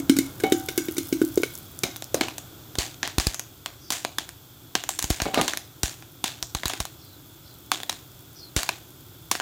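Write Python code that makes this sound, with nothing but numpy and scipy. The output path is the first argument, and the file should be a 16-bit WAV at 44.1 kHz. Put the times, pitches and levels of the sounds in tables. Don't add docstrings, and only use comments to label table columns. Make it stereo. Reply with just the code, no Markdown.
import sys
import numpy as np
from scipy import signal
from scipy.fft import rfft, irfft
from scipy.io import wavfile

SR = 44100
rng = np.random.default_rng(int(sys.argv[2]) if len(sys.argv) > 2 else 0)


def file_out(sig):
    cols = np.atleast_2d(sig).T
    lim = np.clip(cols, -1, 1)
    pcm = np.round(lim * 32767).astype(np.int16)
    wavfile.write(sys.argv[1], SR, pcm)


N = 414981
TIME = np.arange(N) / SR
SHOT = 8192
AGE = np.arange(SHOT) / SR

# start_s, boom_db, boom_hz, crack_db, treble_db (re crack middle)
COVERED_POPS = [(0.0, -28.5, 288, -34.5, 4), (0.096, -12, 287, -16, 1), (0.166, -28, 288, -24.5, 2),
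                (0.187, -20.5, 304, -17, 1.5), (0.4, -42, 340, -28.5, -1.5),
                (0.4364, -23.5, 398, -26.5, -0.5), (0.5214, -15.5, 350, -16.5, -0.5),
                (0.686, -33, 388, -21.5, -3), (0.7775, -21.5, 342, -17.5, 1.5),
                (0.885, -27.5, 340, -30, -4), (0.967, -38, 348, -31, 3), (0.981, -24.5, 320, -23, 4),
                (1.1259, -20.5, 320, -25, 1), (1.2156, -16, 333, -24.5, -5.5),
                (1.375, -16.5, 384, -26.5, 2), (1.4337, -24.5, 402, -22.5, -1),
                (1.8348, -31.5, 387, -16, -1), (2.1440, -23.5, 506, -33, 14), (2.2113, -29, 385, -28, -4)]
# start_s, crack_db, resonance_hz, hollow_db (re crack), room_db (re crack)
OPEN_POPS = [(1.8346, -20, 3800, -15, -13), (2.144, -24, 6500, -19, -23), (2.2103, -11.5, 2200, -8, -11.5),
             (2.7854, -18.5, 4420, -40, -2), (3.03, -17, 1820, -8.5, -6.5),
             (3.183, -14.5, 4060, -17, -13.5), (3.199, -20.5, 4970, -2.5, -5),
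             (3.268, -15.5, 4800, -29, -13), (3.9043, -18.5, 4900, -6, -7), (3.9218, -23, 5850, -10, -2),
             (4.1841, -16, 3400, -8, -14), (4.753, -9.5, 2840, -11, -16), (4.8907, -20.5, 7500, -0.5, -10),
             (4.989, -19, 6150, -10.5, -13), (5.042, -23, 6350, -8, -10.5), (5.1022, -19, 5270, -2.5, -5),
             (5.2185, -19.5, 4630, -8, -8), (5.3436, -14.5, 2730, -8, -8.5), (5.4126, -15, 4300, -10, -9.5),
             (5.4795, -15, 3500, -18, -7.5), (5.8323, -16.5, 5630, -16, -7), (6.241, -14, 3560, -12, -8),
             (6.549, -18, 4050, -7.5, -12.5), (6.656, -17, 3900, -14, -10.5), (6.697, -23, 3360, -2, -4),
             (6.8024, -20, 5600, -5, -14), (7.717, -13, 3400, -4.5, -10.5), (7.8948, -17, 3900, -7.5, -14),
             (8.564, -16, 4600, -10, -4), (8.6902, -13.5, 2500, -5.5, -15.5),
             (9.3136, -13.5, 5300, -6.5, -12)]
# start_s, gain_db
PUFFS = [(2.785, -8), (3.1826, -1.5), (3.269, -3), (5.042, -12.5), (5.1045, -2.5), (5.22, -9), (5.836, -6),
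         (6.4268, -23), (6.5501, -11), (6.657, -12), (6.8031, -11), (8.565, -4.5)]
# start_s, level_db, resonance_hz
LANDINGS = [(1.961, -30.5, 3720), (2.023, -27.5, 3500), (2.284, -25.5, 2400), (2.3818, -27.5, 5900),
            (2.7542, -28.5, 3630), (3.076, -24, 3880), (3.3446, -24.5, 6240), (3.3952, -25.5, 6040),
            (3.6605, -20.5, 2770), (4.0491, -18, 2300), (4.291, -32.5, 4900), (4.8382, -25.5, 3900),
            (5.0255, -22.5, 6800), (5.201, -19, 1640), (5.5351, -21.5, 1900), (5.5731, -22.5, 5100),
            (6.024, -36, 2480), (6.4269, -21.5, 5600), (6.6336, -23.5, 1670), (6.6808, -26, 7040),
            (6.735, -21.5, 2350), (6.8531, -26.5, 3900), (7.802, -31, 2480), (7.833, -26, 3550),
            (7.927, -31, 4000), (8.632, -22, 4000), (9.352, -22, 2100), (9.4001, -17.5, 1500)]
# start_s, level_db
LID_TAPS = [(0.5229, -16), (0.686, -28), (0.884, -31), (1.434, -15.5), (2.234, -31)]
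# mode_hz, relative_db
TAP_MODES = [(1490, -1), (2230, 2), (3700, -9)]
# start_s, ring_db, free_ring_share (of t60), clatter_db
LID_KNOCKS = [(0.4374, -23, 1, -21), (1.835, -44, 0.42, -27), (2.146, -35.5, 0.6, -23),
              (2.2093, -37, 0.35, -25.5), (5.255, -29, 0.91, -22), (5.337, -40, 0.41, -27),
              (5.374, -32, 0.3, -13.5), (5.389, -30, 0.22, -23.5)]
# mode_hz, relative_db, t60_s
LID_MODES = [(300, -7, 0.22), (436, -1, 0.16), (686, -7, 0.17), (766, -4, 0.85), (822, -8, 0.22),
             (1475, -8, 0.07), (2143, -6, 0.13), (2222, 0, 0.26), (3015, -13, 0.36), (3820, -10, 0.2)]
# time_s, level_db
RATTLE = [(5.334, -28), (5.362, -31), (5.374, -17.5), (5.406, -30)]
# centre_hz, width_hz, gain_db
RIM = [(270, 30, 1), (682, 31, 11), (967, 24, 3.5), (1226, 33, 9.5), (2140, 18, 8), (3800, 160, -1.5)]
# start_s, level_db
SPITS = [(1.2496, -27), (1.357, -29), (1.5379, -37), (1.5522, -27.5), (1.7898, -27.5), (1.966, -30),
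         (2.0424, -30.5)]
# start_s, length_s, start_hz, end_hz, level_db
SQUEAKS = [(3.785, 0.19, 5230, 4230, -54), (6.966, 0.23, 4400, 3880, -58), (7.427, 0.17, 4200, 4030, -58),
           (8.346, 0.17, 4640, 4030, -50)]
# time_s, stove_db, sizzle_db, spit_db
BACKGROUND = [(0, -39.5, -47, -56), (.7, -43, -45.5, -42), (1.4, -44, -44.5, -42), (1.8, -46.5, -47, -54),
              (2.6, -45.5, -47, -64), (3.6, -50, -50, -64), (8.3, -49, -49.5, -57.5)]
AIR_HZ = [273.5, 312.6, 341.3]
# centre_hz, width_hz, gain_db
POT_RESONANCES = [(1535, 110, 16), (2190, 190, 12), (2980, 290, 10.5), (3690, 200, 14)]
# centre_hz, width_hz, gain_db
HOLLOW = [(730, 170, 8), (1024, 270, 2)]
# point_hz, gain_db
CRACK = [(150, -7.5), (300, -1), (480, -8), (760, -5.5), (1250, -7), (1600, 1), (2100, 0.5), (3600, 2.5),
         (5200, -3), (7000, 4.5), (9500, 1.5), (15500, -5)]
# point_hz, gain_db
MUFFLED_CRACK = [(300, 8), (900, -9.5), (1400, -17.5), (4000, -22.5), (7000, -22), (15500, -27)]
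# point_hz, gain_db
CLATTER = [(100, -11), (300, 1), (450, -8.5), (680, -0.5), (1000, -11.5), (1800, -14), (3900, -16),
           (5500, -42)]
# point_hz, gain_db
ROOM = [(80, -18), (300, 9), (550, 7), (800, 7), (2000, 4), (7000, 6), (10000, 3.5), (15500, 2)]
# point_hz, gain_db
STOVE = [(25, -15), (60, -6), (120, 2), (210, -14), (320, -4), (450, -16), (850, -18.5), (1150, -19),
         (1450, -13.5), (1900, -28.5), (4000, -78)]
# point_hz, gain_db
SIZZLE = [(300, -32), (2200, 10), (3000, 11.5), (3400, 21.5), (3900, 13), (6000, 11.5), (7500, 13),
          (9200, 6.5), (11000, 9), (11900, 17), (13000, 8), (14300, 15.5), (14650, 21.5), (14950, 15),
          (15400, 18.5), (15800, -24)]
# point_hz, gain_db
RIGHT_MICROPHONE = [(300, 2), (1100, -3.5), (2200, 1), (3200, 2), (7000, 2.5), (10000, -1.5), (15000, 0.5)]

MIDDLE_HZ = 3610
BASS_DB, BASS_DB_PER_OCTAVE = -8.5, -1.5
TREBLE_DB, TREBLE_DB_PER_OCTAVE = -5, 8
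CRACK_SPAN_S = 0.0033
TOP_HZ = 15900


def covered_pops(boom_cycles=0.89, shorter_per_octave=1.0, crack_t60_s=0.034, crack_bass_db=-8,
                 hum_db=-12.5, hum_t60_s=0.39, reach_hz=48, echo_s=0.025, echo_db=-13):
    out = np.zeros((2, N))
    for start_s, boom_db, boom_hz, crack_db, treble_db in COVERED_POPS:
        swell = AGE * boom_hz / boom_cycles * (boom_hz / AIR_HZ[1]) ** shorter_per_octave
        thump = swell * np.exp(1 - swell) * np.sin(2 * np.pi * boom_hz * AGE)
        hum = 0
        for hz in AIR_HZ:
            wave = np.sin(2 * np.pi * (hz * AGE + rng.random() / 2))
            nearness = 1 / (1 + ((hz - boom_hz) / reach_hz) ** 2)
            hum = hum + wave * fade(AGE, hum_t60_s * (AIR_HZ[0] / hz) ** 2) * nearness
        boom = level(thump + undb(hum_db) * hum * (1 - np.exp(-swell / 2)), boom_db, 0.022)
        crack = colour(grit() * fade(AGE, crack_t60_s), MUFFLED_CRACK)
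        resonances = [(hz * rng.normal(1, .02), width_hz, db + rng.normal(0, 4))
                      for hz, width_hz, db in POT_RESONANCES]
        crack = crack + body(crack, resonances)
        add(out, start_s, boom + balance(crack, crack_db, crack_bass_db, treble_db))
        add(out, start_s + echo_s, undb(echo_db) * level(thump, boom_db, 0.01))
    return out


def open_pops(lead_s=.0014, split_db=-16, hold_s=0.00014, burst_t60_s=0.011, rattle_db=-22,
              rattle_t60_s=0.074, peak_db=5, width_hz=300, pan_db=6, room_bass_db=1.0, room_peak_db=-3):
    out = np.zeros((2, N))
    since_s = np.maximum(AGE - lead_s - hold_s, 0)
    burst = fade(since_s, burst_t60_s) + undb(rattle_db) * fade(since_s, rattle_t60_s)
    envelope = np.where(AGE < lead_s, undb(split_db) * AGE / lead_s, burst)
    for start_s, crack_db, hz, hollow_db, room_db in OPEN_POPS:
        bass_db, treble_db = kernel_tone(hz)
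        crack = colour(grit() * envelope, CRACK)
        hollow = level(band(body(crack, HOLLOW), 600, 1300), crack_db + hollow_db, CRACK_SPAN_S)
        crack = crack + undb(peak_db) * resonate(crack, hz, width_hz)
        direct = balance(crack, crack_db, bass_db, treble_db) + hollow
        add(out, start_s - lead_s, ports(direct, pan_db, apart=.75))
        tail = colour(echoes(), CRACK)
        tail = tail + undb(room_peak_db) * resonate(tail, hz, width_hz) + body(tail, HOLLOW)
        tail = balance(tail, crack_db + room_db, bass_db + room_bass_db, treble_db)
        add(out, start_s, colour(tail, ROOM))
    return out


def puffs(hz=48, t60_s=0.049, onset_s=0.00024, right_db=-28, thump_db=-15, thump_hz=310, thump_t60_s=0.036):
    out = np.zeros((2, N))
    swing = np.cos(2 * np.pi * hz * AGE + 0.45) * fade(AGE, t60_s) * (1 - np.exp(-AGE / onset_s))
    swing += undb(thump_db) * np.sin(2 * np.pi * thump_hz * AGE) * fade(AGE, thump_t60_s)
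    for start_s, gain_db in PUFFS:
        add(out, start_s, undb([[gain_db], [gain_db + right_db]]) * swing)
    return out


def landings(t60_s=0.0031, ring_db=-23, ring_t60_s=0.043, peak_db=2, width_hz=600,
             thin_db_per_octave=-3, bright_db=1, hollow_db=5.0, pan_db=6):
    out = np.zeros((2, N))
    envelope = fade(AGE, t60_s) + undb(ring_db) * fade(AGE, ring_t60_s)
    for start_s, tick_db, hz in LANDINGS:
        bass_db, treble_db = kernel_tone(hz)
        bass_db += hollow_db + thin_db_per_octave * np.log2(hz / MIDDLE_HZ)
        tick = colour(grit() * envelope, CRACK)
        tick = tick + undb(peak_db) * resonate(tick, hz, width_hz) + body(tick, HOLLOW)
        tick = balance(tick, tick_db, bass_db, treble_db + bright_db)
        add(out, start_s, ports(tick, pan_db, apart=0.95))
    return out


def lid_taps(t60_s=0.028):
    out = np.zeros((2, N))
    for start_s, tap_db in LID_TAPS:
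        clack = sum(undb(mode_db) * np.sin(2 * np.pi * (hz * AGE + rng.random((2, 1)) / 2))
                    for hz, mode_db in TAP_MODES)
        add(out, start_s, level(clack * fade(AGE, t60_s), tap_db, CRACK_SPAN_S))
    return out


def lid(clatter_t60_s=0.17, contacts_per_s=1200, onset_s=0.00027, hard_db=-17.0,
        dulling_per_octave=0.47, split=0.01):
    out = np.zeros((2, N))
    t = TIME[:SR]
    for start_s, ring_db, free_share, clatter_db in LID_KNOCKS:
        tilt_db = dulling_per_octave * (ring_db - hard_db)
        ring = 0
        for hz, mode_db, t60_s in LID_MODES:
            mode = np.sin(2 * np.pi * (hz * t + rng.random()))
            twin = .5 * fade(t, t60_s) * np.sin(2 * np.pi * (hz * (1 + split) * t + rng.random()))
            gain = undb(mode_db + tilt_db * max(np.log2(hz / 800), 0))
            ring = ring + gain * fade(t, t60_s * free_share) * (mode + twin)
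        ring = undb(ring_db) * ring * (1 - np.exp(-t / onset_s))
        contacts = (rng.random(len(t)) < contacts_per_s / SR) * rng.standard_normal((2, len(t)))
        clatter = level(colour(contacts * fade(t, clatter_t60_s), CLATTER), clatter_db, 0.011)
        add(out, start_s, ring + ports(clatter, 0.54, apart=0.23))
    return out


def rim_rattle(contacts_per_s=400):
    time_s, rattle_db = np.transpose(RATTLE)
    contacts = (rng.random(N) < contacts_per_s / SR) * rng.standard_normal((2, N))
    force = undb(np.interp(TIME, time_s, rattle_db, left=-np.inf, right=-np.inf))
    rattle = body(contacts * force, RIM) / np.std(body(contacts, RIM))
    return ports(rattle, 0, apart=0.84)


def spits(t60_s=0.0086, low_hz=5500):
    out = np.zeros((2, N))
    for start_s, snap_db in SPITS:
        snap = band(grit() * fade(AGE, t60_s), low_hz, TOP_HZ)
        add(out, start_s, level(snap, snap_db, 0.003))
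    return out


def squeaks(width_hz=130, strand_step=1.13, strand_db=-3, count=3):
    out = np.zeros((2, N))
    lowpass = signal.butter(2, width_hz, fs=SR, output="sos")
    for start_s, length_s, start_hz, end_hz, squeak_db in SQUEAKS:
        progress = np.linspace(0, 1, int(length_s * SR))
        phase = 2 * np.pi * np.cumsum(start_hz + (end_hz - start_hz) * progress) / SR
        for k in range(count):
            flutter = signal.sosfilt(lowpass, rng.standard_normal((2, len(progress))))
            swell = np.sin(np.pi * progress) * (1 - progress) ** k
            strand = flutter * np.sin(phase * strand_step ** k) * swell
            add(out, start_s, level(strand, squeak_db + k * strand_db, length_s))
    return out


def stove_and_oil(spread_db=5, drops_per_s=700, drop_decay_s=0.00034, low_band_db=-6):
    time_s, *columns = np.transpose(BACKGROUND)
    stove_db, sizzle_db, spit_db = (np.interp(TIME, time_s, column) for column in columns)
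    hum = level(colour(rng.standard_normal((2, N)), STOVE), 0, N / SR)
    fizz = level(colour(rng.standard_normal((2, N)), SIZZLE), 0, N / SR)
    sizes = undb(spread_db * np.minimum(rng.exponential(size=N), 5))
    drops = (rng.random(N) < drops_per_s / SR) * sizes
    envelope = signal.lfilter([1], [1, -np.exp(-1 / (drop_decay_s * SR))], drops)
    spit = envelope * rng.standard_normal((2, N))
    spit = band(spit, 10500, 16500) + undb(low_band_db) * band(spit, 4500, 9000)
    spit = level(spit, 0, N / SR)
    return ports(hum, 1.0, apart=0.015) * undb(stove_db) + fizz * undb(sizzle_db) + spit * undb(spit_db)


def kitchen(x):
    response = colour(level(echoes(), 0, 1 / SR), ROOM)
    return signal.fftconvolve(x[None], response, axes=-1)[:, :N]


def echoes(t60_s=0.35, onset_s=0.00047, uneven_db=3.5, size=64):
    t = TIME[:SR // 3]
    clusters = np.repeat(undb(uneven_db * rng.standard_normal(len(t) // size + 1)), size)[:len(t)]
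    envelope = fade(t, t60_s) * (1 - np.exp(-(t / onset_s) ** 2))
    return rng.standard_normal((2, len(t))) * clusters * envelope


def kernel_tone(hz):
    octaves = np.log2(hz / MIDDLE_HZ)
    return BASS_DB + BASS_DB_PER_OCTAVE * octaves, TREBLE_DB + TREBLE_DB_PER_OCTAVE * octaves


def balance(x, db, bass_db, treble_db):
    bands = (170, 1500, bass_db), (1500, 5500, 0), (5500, 17000, treble_db)
    return sum(level(band(x, low_hz, high_hz), db + rel_db, CRACK_SPAN_S) for low_hz, high_hz, rel_db in bands)


def grit(uneven_db=4, size=32):
    grains = np.repeat(undb(uneven_db * rng.standard_normal(SHOT // size)), size)
    return rng.standard_normal((2, SHOT)) * grains


def body(x, resonances):
    return sum(undb(db) * resonate(x, hz, width_hz) for hz, width_hz, db in resonances)


def resonate(x, hz, width_hz):
    return signal.lfilter(*signal.iirpeak(hz, hz / width_hz, fs=SR), x)


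def band(x, low_hz, high_hz):
    return signal.sosfilt(signal.butter(3, [low_hz, high_hz], "band", fs=SR, output="sos"), x)


def colour(x, points):
    hz, db = np.transpose(points)
    grid_hz = np.arange(SHOT // 2 + 1) * SR / SHOT
    gain = undb(np.interp(np.log(grid_hz + 1), np.log(hz), db))
    cepstrum = irfft(np.log(gain))
    cepstrum[1:SHOT // 2] *= 2
    cepstrum[SHOT // 2 + 1:] = 0
    response = irfft(np.exp(rfft(cepstrum)))
    y = signal.fftconvolve(np.atleast_2d(x), response[None], axes=-1)
    return y[:, :x.shape[-1]].reshape(x.shape)


def fade(t, t60_s):
    return np.exp(-np.log(1000) * t / t60_s)


def undb(db):
    return 10 ** (np.asarray(db) / 20)


def level(x, db, span_s):
    power = np.sum(x ** 2, axis=-1, keepdims=True) / (span_s * SR)
    return x * undb(db) / np.sqrt(power + 1e-18)


def add(out, start_s, x):
    start = max(int(start_s * SR), 0)
    length = min(x.shape[-1], N - start)
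    out[..., start:start + length] += x[..., :length]


def ports(pair, pan_db, apart, lag_s=.00018):
    apart = np.clip(apart, 0, 1)
    right = np.sqrt(1 - apart) * pair[0] + np.sqrt(apart) * pair[1]
    samples = np.arange(len(right))
    right = np.interp(samples - lag_s * SR, samples, right, left=0)
    gains = undb([pan_db / 2, -pan_db / 2])
    return np.array([pair[0], right]) * gains[:, None] / np.sqrt(np.mean(gains ** 2))


def scene(covered_room_db=-13.5, lid_room_db=-13.0, tick_room_db=-17):
    covered = covered_pops()
    knocks = lid() + rim_rattle()
    ticks = landings() + lid_taps() + spits()
    escaped = band(covered[0], 600, 17000) + undb(-9) * covered[0]
    send = undb(covered_room_db) * escaped + undb(lid_room_db) * knocks[0] + undb(tick_room_db) * ticks[0]
    left, right = covered + open_pops() + ticks + knocks + kitchen(send)
    coloured = np.array([left, colour(right, RIGHT_MICROPHONE)])
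    return coloured + puffs() + squeaks() + stove_and_oil()


def record(dry, low_cut_hz=40):
    sound = signal.sosfilt(signal.butter(2, low_cut_hz, "high", fs=SR, output="sos"), dry)
    clipped = np.clip(sound, -1, 1)
    return signal.sosfilt(signal.ellip(8, .2, 70, TOP_HZ, fs=SR, output="sos"), clipped)


dry = scene()
out = record(dry)
file_out(out)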